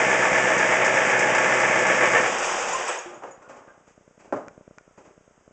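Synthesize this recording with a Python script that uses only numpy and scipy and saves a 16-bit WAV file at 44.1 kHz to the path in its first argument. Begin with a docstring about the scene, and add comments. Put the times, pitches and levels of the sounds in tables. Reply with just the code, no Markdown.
"""In a garage, a four-cylinder diesel tractor idles, is shut off and coasts to a rattling stop.
The driver climbs over the creaking frame, jumps to the floor and steps away.
Faint paired ticks run through it all from the engine's stop onward.
The engine is trains of blows ringing through noise bursts, plus steady noise and low exhaust tones.
The driver is bursts of filtered noise; the ticks, snaps and thumps are filtered clicks."""
import sys
import numpy as np
from scipy import signal
from scipy.fft import rfft, irfft
from scipy.io import wavfile
from scipy.ndimage import uniform_filter1d

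SR = 44100
rng = np.random.default_rng(int(sys.argv[2]) if len(sys.argv) > 2 else 0)


def unload_wav(signal):
    """Save mono or channel-first audio to the path in sys.argv[1] as 16-bit WAV at rate SR, clipped to [-1, 1]."""
    wavfile.write(
        sys.argv[1],
        SR,
        np.round(np.clip(np.atleast_2d(signal).T, -1, 1) * 32767).astype(np.int16),
    )


N = 243431
TIME = np.arange(N) / SR  # seconds
GARAGE_T60_S = 0.62  # time for the room's echo to fall by 60 dB
SHUT_OFF_S, STALL_S = 2.22, 2.923  # the fuel starts to close; the engine all but stands

# The driver knocks against the seat and frame. Each row: start in seconds, level in dB,
# time to fall by 60 dB in seconds, level of the rustling clothes in dB.
KNOCKS = [(3.095, -42, .5, -66), (3.134, -48, 0.27, -71), (3.222, -39.5, 0.14, -69),
          (3.234, -31.5, .11, -68), (3.267, -44, 0.37, -62), (3.42, -48.5, 0.52, -59),
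          (3.492, -41.5, 0.37, -51.5), (3.565, -52, 0.73, -60), (3.672, -49.5, 0.29, -72),
          (3.873, -56, 0.2, -58.5)]
# Boots land on the floor. Each row: start in seconds, level in dB,
# time to fall by 60 dB in seconds, level of the rustling clothes in dB.
STEPS = [(4.196, -51, .43, -56), (4.246, -54, 0.61, -64), (4.3244, -19, 0.085, -64),
         (4.335, -32, 0.27, -64), (4.36, -33.5, 0.34, -61), (4.976, -43.5, 0.23, -57.5),
         (5.05, -52, 0.47, -61)]


def from_db(db):
    """Turn decibels into gain."""
    return 10 ** (np.asarray(db) / 20)


def rms_one(x):
    """Scale a sound to an rms of 1."""
    return x / np.sqrt(np.mean(x ** 2) + 1e-20)


def evened(x, size=5500):
    """Hold the rms near 1 over about one engine cycle at idle (size in samples)."""
    power = np.maximum(uniform_filter1d(x * x, size), 0)
    return x / np.sqrt(power + 1e-6 * np.mean(x * x))


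def through(x, response):
    """Pass a sound through an impulse response."""
    return signal.fftconvolve(x, response)[:N]


def response_of(spectrum, size=8192):
    """Make an impulse response that starts at once (minimum phase), has this spectrum and peaks at 1."""
    hz, db = np.transpose(spectrum)
    grid = np.maximum(np.arange(size // 2 + 1) * SR / size, 1)
    octaves_above = np.maximum(np.log2(grid / hz[-1]), 0)
    octaves_below = np.maximum(np.log2(hz[0] / grid), 0)
    # beyond the listed points the spectrum falls 20 dB per octave
    shape = np.interp(np.log(grid), np.log(hz), db) - 20 * (octaves_above + octaves_below)
    # folding the cepstrum forward in time gives minimum phase
    cepstrum = irfft(np.log(from_db(shape)))
    cepstrum[1:size // 2] *= 2
    cepstrum[size // 2 + 1:] = 0
    response = irfft(np.exp(rfft(cepstrum)))
    return response / np.abs(response).max()


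def noise(spectrum):
    """Make steady noise of this colour with an rms of 1."""
    return rms_one(through(rng.standard_normal(N), response_of(spectrum)))


def dying(start, t60):
    """A gain that jumps to 1 and falls by 60 dB in t60 seconds."""
    return (TIME >= start) * from_db(-60 * np.maximum(TIME - start, 0) / t60)


def burst(t60, size=22050):
    """Dense ringing: half a second of noise that dies away, with unit energy."""
    ring = rng.standard_normal(size) * from_db(-60 * TIME[:size] / t60)
    return ring / np.linalg.norm(ring)


def resonate(x, hz, width_hz):
    """One resonance with a gain of 1 on top; a narrower one rings longer."""
    r = np.exp(-np.pi * width_hz / SR)
    top = np.array([1, 0, -1]) * (1 - r * r) / 2
    return signal.lfilter(top, [1, -2 * r * np.cos(2 * np.pi * hz / SR), r * r], x)


def with_resonances(x, rows):
    """Add resonances to a sound; each row: pitch in Hz, width in Hz, gain in dB."""
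    return x + sum(from_db(db) * resonate(x, hz, width_hz) for hz, width_hz, db in rows)


def garage(x, wet_db):
    """Mix in the room's scattered echo, keeping about the same power."""
    wet = from_db(wet_db)
    return (x + wet * through(x, burst(GARAGE_T60_S))) / np.hypot(1, wet)


def clicks(rows):
    """One single-sample click for each row of seconds and dB."""
    out = np.zeros(N)
    for s, db in rows:
        out[int(s * SR)] += from_db(db)
    return out


def crankshaft():
    """The engine's speed curve, and the turns made so far with a slight random hunting."""
    # The slowing crankshaft. Each row: time in seconds, speed in turns per second before the hunting.
    speed_curve = [(0, 15.95), (2.24, 15.95), (2.38, 12.5), (2.55, 9.6), (2.75, 7.0), (2.95, 4.0),
                   (3.2, 1.0)]
    speed = np.interp(TIME, *np.transpose(speed_curve))
    hunting = np.interp(TIME, np.linspace(0, TIME[-1], 60), rng.standard_normal(60))
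    turns = np.cumsum(speed * (1 + .004 * hunting)) / SR
    return speed, turns


def throbbing(lag_s):
    """The slow beat of the idle, about one a cycle, as a wave from -1 to 1."""
    throb_hz, crest_s = 8.3, .087
    return np.cos(2 * np.pi * throb_hz * (TIME - crest_s - lag_s))


def jolting():
    """Rises in dB of the clatter and hiss: each jolt swells quickly, then dies away."""
    # The slowing engine jolts and its loose parts rattle up. Each row: start in seconds,
    # clatter rise in dB and hiss rise in dB (both before smoothing), time to die away in seconds.
    jolts = [(2.43, 1.6, 4, 1.8), (2.885, 6, 2.5, .45)]
    rises = sum(np.outer([clatter_db, hiss_db], dying(s, t60)) for s, clatter_db, hiss_db, t60 in jolts)
    return uniform_filter1d(rises, size=int(.035 * SR))  # swells over 0.035 s


def after_stall(t60):
    """A gain of 1 until the engine stalls, then falling by 60 dB in t60 seconds."""
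    return from_db(-60 * np.maximum(TIME - STALL_S, 0) / t60)


def blows(turns, t60, common_db, loose_db, wash_db, uneven_db, jitter_s, accent):
    """Four blows a turn: a shared ring, one for each place in the cycle, loose rattle and room wash."""
    # The eight blows of one two-turn cycle, firings and valve closings in turn.
    # Each entry: strength in dB before the accent factor.
    cycle_db = np.array([2.5, -2.4, -2.9, -3.5, 1.5, -6, 3.5, -5.5])
    at = np.flatnonzero(np.diff(np.floor(4 * turns), prepend=-1))
    chance = rng.standard_normal((len(at), 2))
    place = np.arange(len(at)) % len(cycle_db)
    force = from_db(accent * cycle_db[place] + uneven_db * chance[:, 0])
    at = np.clip(at + (jitter_s * SR * chance[:, 1]).astype(int), 0, N - 1)
    common = from_db(common_db) * burst(t60)
    out, energy = np.zeros(N), np.zeros(N)
    for k in range(len(cycle_db)):
        train = np.zeros(N)
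        train[at[place == k]] = force[place == k]
        out += through(train, common + burst(t60))
        energy += train ** 2
    # rattle and wash are noise that follows the energy of the blows
    for db, decay_s in (loose_db, t60), (wash_db, GARAGE_T60_S):
        decay = dying(0, decay_s)[:SR // 2] ** 2
        swell = np.sqrt(np.abs(through(energy, decay / decay.sum())))
        out += from_db(db) * swell * rng.standard_normal(N)
    return out


def combustion_knock(turns, fuel, labour, throb):
    """Firings and valve closings ring the block and its panels; the rings overlap into a dense clatter."""
    # Resonances of the engine block and panels. Each row: pitch in Hz, width in Hz, gain in dB.
    block = [(474, 35, 1.5), (640, 30, -10.5), (856, 45, -6.5), (1108.6, 11, 1.5), (1140, 22, -4.5),
             (1311, 3.9, 4.5), (1650, 8, 1.5), (1743, 29, 2), (1844, 20, -0.5), (2060, 45, 3),
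             (2218, 120, 0.5), (2440, 41, -1.5)]
    # Colour of the knock. Each row: frequency in Hz, level in dB.
    firing = [(220, -29.5), (380, -1), (411, -13.5), (514, 0), (625, 0), (759, -4.5), (861, -1.5),
              (1020, -8.5), (1110, -5), (1530, -5), (1770, -1), (1920, -5), (2400, -8.5), (3210, -17),
              (3900, -29), (5070, -68), (8580, -120)]
    knock = blows(turns, t60=0.13, common_db=-8.5, loose_db=-4.5, wash_db=-1,
                  uneven_db=1.0, jitter_s=.00005, accent=0.42)
    knock = through(with_resonances(knock, block), response_of(firing))
    # labouring makes it louder and its throb deeper
    level_db = -19 + 1.04 * labour + (0.84 + 4.7 * labour) * throb
    return from_db(level_db) * np.sqrt(fuel) * evened(knock)


def coasting_roar(turns, fuel, motion, jolt_db):
    """Without fuel, parts rub in a smooth roar; their separate blows fade with the speed."""
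    # Colour of the coasting engine. Each row: frequency in Hz, level in dB.
    coasting = [(180, -42.5), (300, -24.5), (356, -2.5), (414, -8.5), (471, 1.5), (693, -2.5), (823, 1),
                (1050, -1), (1150, -3.5), (1820, -5), (2210, -9.5), (2410, -5.5), (3500, -16),
                (3900, -23.5), (5070, -50.5), (8580, -120)]
    rattle = blows(turns, t60=0.12, common_db=-24.0, loose_db=1.5, wash_db=10.0,
                   uneven_db=2.5, jitter_s=0.0015, accent=0.45)
    rattle = from_db(-1.5) * motion * rms_one(through(rattle, response_of(coasting)))
    level_db = -24.5 + 3.5 * np.log2(motion) + jolt_db  # loses 3.5 dB per halving of speed
    return from_db(level_db) * np.sqrt(1 - fuel) * evened(noise(coasting) + rattle)


def exhaust(turns, fuel, motion, throb):
    """The exhaust puffs with the throb while fuel burns, then only blows air."""
    # Colour of the exhaust. Each row: frequency in Hz, level in dB.
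    pipe = [(59, -45.5), (100, -21), (123, -5.5), (151, -5.5), (182, -0.5), (285, 2), (440, -7), (570, -39),
            (970, -120)]
    puffs = blows(turns, t60=0.031, common_db=-12.5, loose_db=-5.0, wash_db=-13.0,
                  uneven_db=-1.0, jitter_s=0.0012, accent=0.5)
    puffs = evened(through(puffs, response_of(pipe)))
    puffs = from_db(0.2 * throb - 0.5) * np.sqrt(fuel) * puffs
    blowing = from_db(-3.5) * np.sqrt(1 - fuel) * noise(pipe)
    return from_db(-37 + 8.5 * np.log2(motion)) * (puffs + blowing)  # loses 8.5 dB per halving of speed


def drone(turns, fuel, throb):
    """The exhaust's low harmonics throb under load; only the lowest outlast the fuel."""
    # Tones of the drone. Each row: multiple of crank speed, rms level in dB before the swell.
    harmonics = [(2, -69), (4, -60.5), (8, -45), (12, -44), (20, -44), (24, -41), (32, -37), (40, -40),
                 (44, -42)]
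    out = 0
    for multiple, db in harmonics:
        tone = np.sqrt(2) * from_db(db) * np.sin(2 * np.pi * (multiple * turns + rng.random()))
        if multiple > 6:
            swell = fuel * (1 + .45 * throb)
        else:
            swell = np.interp(TIME, [2.55, 2.95], [1, 0])
        out = out + tone * swell
    return out


def engine_hiss(turns, motion, labour, throb, jolt_db):
    """Steady hiss, with a fine sizzle from light metal contacts."""
    # Colour of the hiss. Each row: frequency in Hz, level in dB.
    hiss_colour = [(2530, -38), (4300, -13), (4610, -10), (5300, -5.5), (6860, -2), (7580, -5),
                   (8100, -9.5), (8450, -18.5), (8870, -33.5), (11500, -57), (19500, -120)]
    sizzle = blows(turns, t60=0.052, common_db=-16, loose_db=-1, wash_db=10,
                   uneven_db=6.5, jitter_s=.0001, accent=0.65)
    sizzle = from_db(-0.5) * motion * rms_one(through(sizzle, response_of(hiss_colour)))
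    level_db = -35 + 2.75 * np.log2(motion)  # loses 2.75 dB per halving of speed
    level_db = level_db + jolt_db + .5 * throb + .8 * labour
    return from_db(level_db) * evened(noise(hiss_colour) + sizzle)


def shudder():
    """A low rumble as the slowing engine shakes on its mounts."""
    shaking = np.interp(TIME, [2.25, 2.5, 2.87, 2.96], [0, 1, .8, 0])
    rumble = noise([(25, -20), (42, -10), (65, -9), (100, -6), (135, -5.5), (190, -11.5)])
    return from_db(-60) * shaking * rumble


def engine():
    """Fuel and crank speed shape the layers: the engine labours, the fuel closes, then it slows and stalls."""
    speed, turns = crankshaft()
    motion = speed / speed.max()
    fuel = 0.84 * np.clip(1 - (TIME - SHUT_OFF_S) / 0.076, 0, 1)  # closes in 0.076 s
    labour_from_s = 1.85
    labour = np.clip((TIME - labour_from_s) / (SHUT_OFF_S - labour_from_s), 0, 1) * fuel
    exhaust_throb = fuel * throbbing(lag_s=0)
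    knock_throb = fuel * throbbing(lag_s=.034)  # the clatter throbs later than the exhaust
    clatter_jolt_db, hiss_jolt_db = jolting()
    clatter = combustion_knock(turns, fuel, labour, knock_throb)
    clatter = clatter + coasting_roar(turns, fuel, motion, clatter_jolt_db)
    clatter = clatter + exhaust(turns, fuel, motion, exhaust_throb)
    hiss = engine_hiss(turns, motion, labour, knock_throb, hiss_jolt_db)
    fading = clatter * after_stall(t60=1) + hiss * after_stall(t60=0.77)
    return fading + drone(turns, fuel, exhaust_throb) + shudder()


def still_air():
    """Soft coloured noise and a faint steady whine from narrowly filtered noise."""
    # Colour of the still air. Each row: frequency in Hz, level in dB.
    air_colour = [(15, -50.5), (25, -5.5), (101, -11.5), (206, -5.5), (313, -12), (420, -2.5), (738, -7.5),
                  (1430, -11), (2520, -18), (3300, -23), (4220, -33), (5130, -23.5), (6720, -18.5),
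                  (7980, -22), (8800, -43), (11400, -65), (19400, -120)]
    whine = rms_one(resonate(rng.standard_normal(N), hz=6520, width_hz=160))
    return from_db(-62.5) * noise(air_colour) + from_db(-78) * whine


def thumps():
    """Dull thumps under the idle: clicks through a low-pitched response, with no room echo."""
    # When the thumps come. Each row: start in seconds, peak level in dB.
    thump_times = [(.327, -29), (.71, -29)]
    # Colour of a thump. Each row: frequency in Hz, level in dB.
    thump_colour = [(20, -4.5), (70, -7), (140, -4), (400, -11.5), (2000, -45)]
    return through(clicks(thump_times), response_of(thump_colour))


def creaking():
    """The frame creaks under the driver's weight: noise through two equal resonances dies away."""
    # The creaks. Each row: start in seconds, pitch in Hz, level in dB, time to fall by 60 dB in seconds.
    creak_rows = [(2.733, 1036, -25.5, 0.42), (2.73, 7060, -29.5, 0.14), (2.88, 7840, -36.5, 0.28),
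                  (2.985, 6680, -37, 0.14), (3.06, 353, -42.5, 0.46), (3.14, 6800, -54, 0.3),
                  (3.31, 6880, -52, 0.21), (3.42, 1095, -54, 0.33), (3.422, 1430, -57, 0.81),
                  (3.675, 1594, -55, 0.37), (4.875, 1320, -68, 1.0)]
    out = 0
    for s, hz, db, t60 in creak_rows:
        width_hz = 0.052 * hz
        ringing = resonate(resonate(rng.standard_normal(N), hz, width_hz), hz, width_hz)
        out = out + from_db(db) * dying(s, t60) * rms_one(ringing)
    return out


def thuds(rows, spectrum, wet_db):
    """Each blow sets a heavy, well-damped body ringing into the room."""
    force = sum(from_db(db) * dying(s, t60) for s, db, t60, _ in rows)
    body = response_of(spectrum)
    body = body / np.linalg.norm(body)
    return garage(through(force * rng.standard_normal(N), body), wet_db)


def frame_knocks():
    """Dying bursts of noise ring the seat and frame as the driver climbs."""
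    # Colour of the frame. Each row: frequency in Hz, level in dB.
    frame = [(76, -56), (130, -13), (182, -26), (237, -10), (362, -4.5), (395, -4.5), (572, -1),
             (694, -2.5), (1200, -5.5), (1310, -6.5), (1560, -12.5), (2900, -26.5), (4120, -43),
             (6870, -29), (8800, -51), (11400, -77), (19400, -120)]
    return thuds(KNOCKS, frame, wet_db=-3.0)


def ticking():
    """Dull ticks in evenly spaced pairs, ten pairs a second: coloured clicks with no room echo."""
    # How loud the ticks are. Each row: time in seconds, level in dB of the first tick before scatter.
    tick_level = [(3.08, -41.5), (3.86, -42.5), (3.98, -38.5), (4.28, -43), (4.58, -32.5), (4.68, -32),
                  (4.8, -40.5), (5.18, -39.5), (5.38, -44.5), (5.48, -38)]
    # Colour of a tick. Each row: frequency in Hz, level in dB.
    tick_colour = [(20, -6), (80, 6), (200, 11), (400, 6), (620, 9), (850, -12.5), (1500, -7.5),
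                   (3000, -67)]
    first_s, period_s, pair_s = 3.078, .1, .032
    second_loss_db, scatter_db = 4.5, 0.3
    first = np.arange(first_s, TIME[-1] - pair_s, period_s)
    times = first[:, None] + [0, pair_s]
    db = np.interp(first, *np.transpose(tick_level))[:, None] - [0, second_loss_db]
    db = db + scatter_db * rng.standard_normal(times.shape)
    return through(clicks(zip(times.ravel(), db.ravel())), response_of(tick_colour))


def rustling_clothes():
    """Cloth rubs at each knock and step: softly swelling noise that dies away."""
    cloth = [(300, -10), (1200, 9.0), (2500, 11.5), (3600, -4.0),
             (5200, 1), (6800, 7.0), (8000, 0), (8800, -27)]
    rubbing = sum(from_db(db) * dying(s, t60=0.32) for s, _, _, db in KNOCKS + STEPS)
    return uniform_filter1d(rubbing, size=700) * noise(cloth)


def boot_steps():
    """Boots land on the floor in dull, dying bursts of noise."""
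    # Colour of the boots. Each row: frequency in Hz, level in dB.
    boot = [(59, -49), (100, -21), (224, -9), (338, -5), (393, -3), (520, -6), (550, -3.5), (593, -1),
            (663, -7.5), (846, -8.5), (1250, -14.5), (1380, -15), (3650, -48.5), (7300, -44), (8800, -66),
            (11400, -84), (19400, -120)]
    return thuds(STEPS, boot, wet_db=-14)


def dry_snaps():
    """Small snaps: coloured clicks with a brief ring and a little room echo."""
    # When the snaps come. Each row: start in seconds, level in dB before the ring and echo.
    snap_times = [(4.483, -29), (4.784, -30.5)]
    # Colour of a snap. Each row: frequency in Hz, level in dB.
    snap_colour = [(200, -15), (950, 7), (1450, 7), (1900, 5), (2400, -2.5), (3600, -18), (5800, -4),
                   (7200, -5), (8200, -38)]
    # Its brief ring. Each row: pitch in Hz, width in Hz, gain in dB.
    snap_ring = [(1440, 55, 6), (2380, 76, 6)]
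    snaps = through(clicks(snap_times), response_of(snap_colour))
    return garage(with_resonances(snaps, snap_ring), wet_db=-14)


def scene():
    """Add up the engine, the still air, the thumps, the driver, the ticks and the snaps."""
    driver = creaking() + frame_knocks() + rustling_clothes() + boot_steps()
    return (engine() + still_air() + thumps() + driver + ticking() + dry_snaps())[None]


def record(dry):
    """The microphone has a deep notch in the treble; the top is cut."""
    notched = dry - .88 * resonate(dry, hz=4200, width_hz=500)
    top_cut = signal.ellip(10, .3, 80, 8900, fs=SR, output="sos")  # cuts above 8900 Hz
    return signal.sosfilt(top_cut, notched)


dry = scene()
out = record(dry)
unload_wav(out)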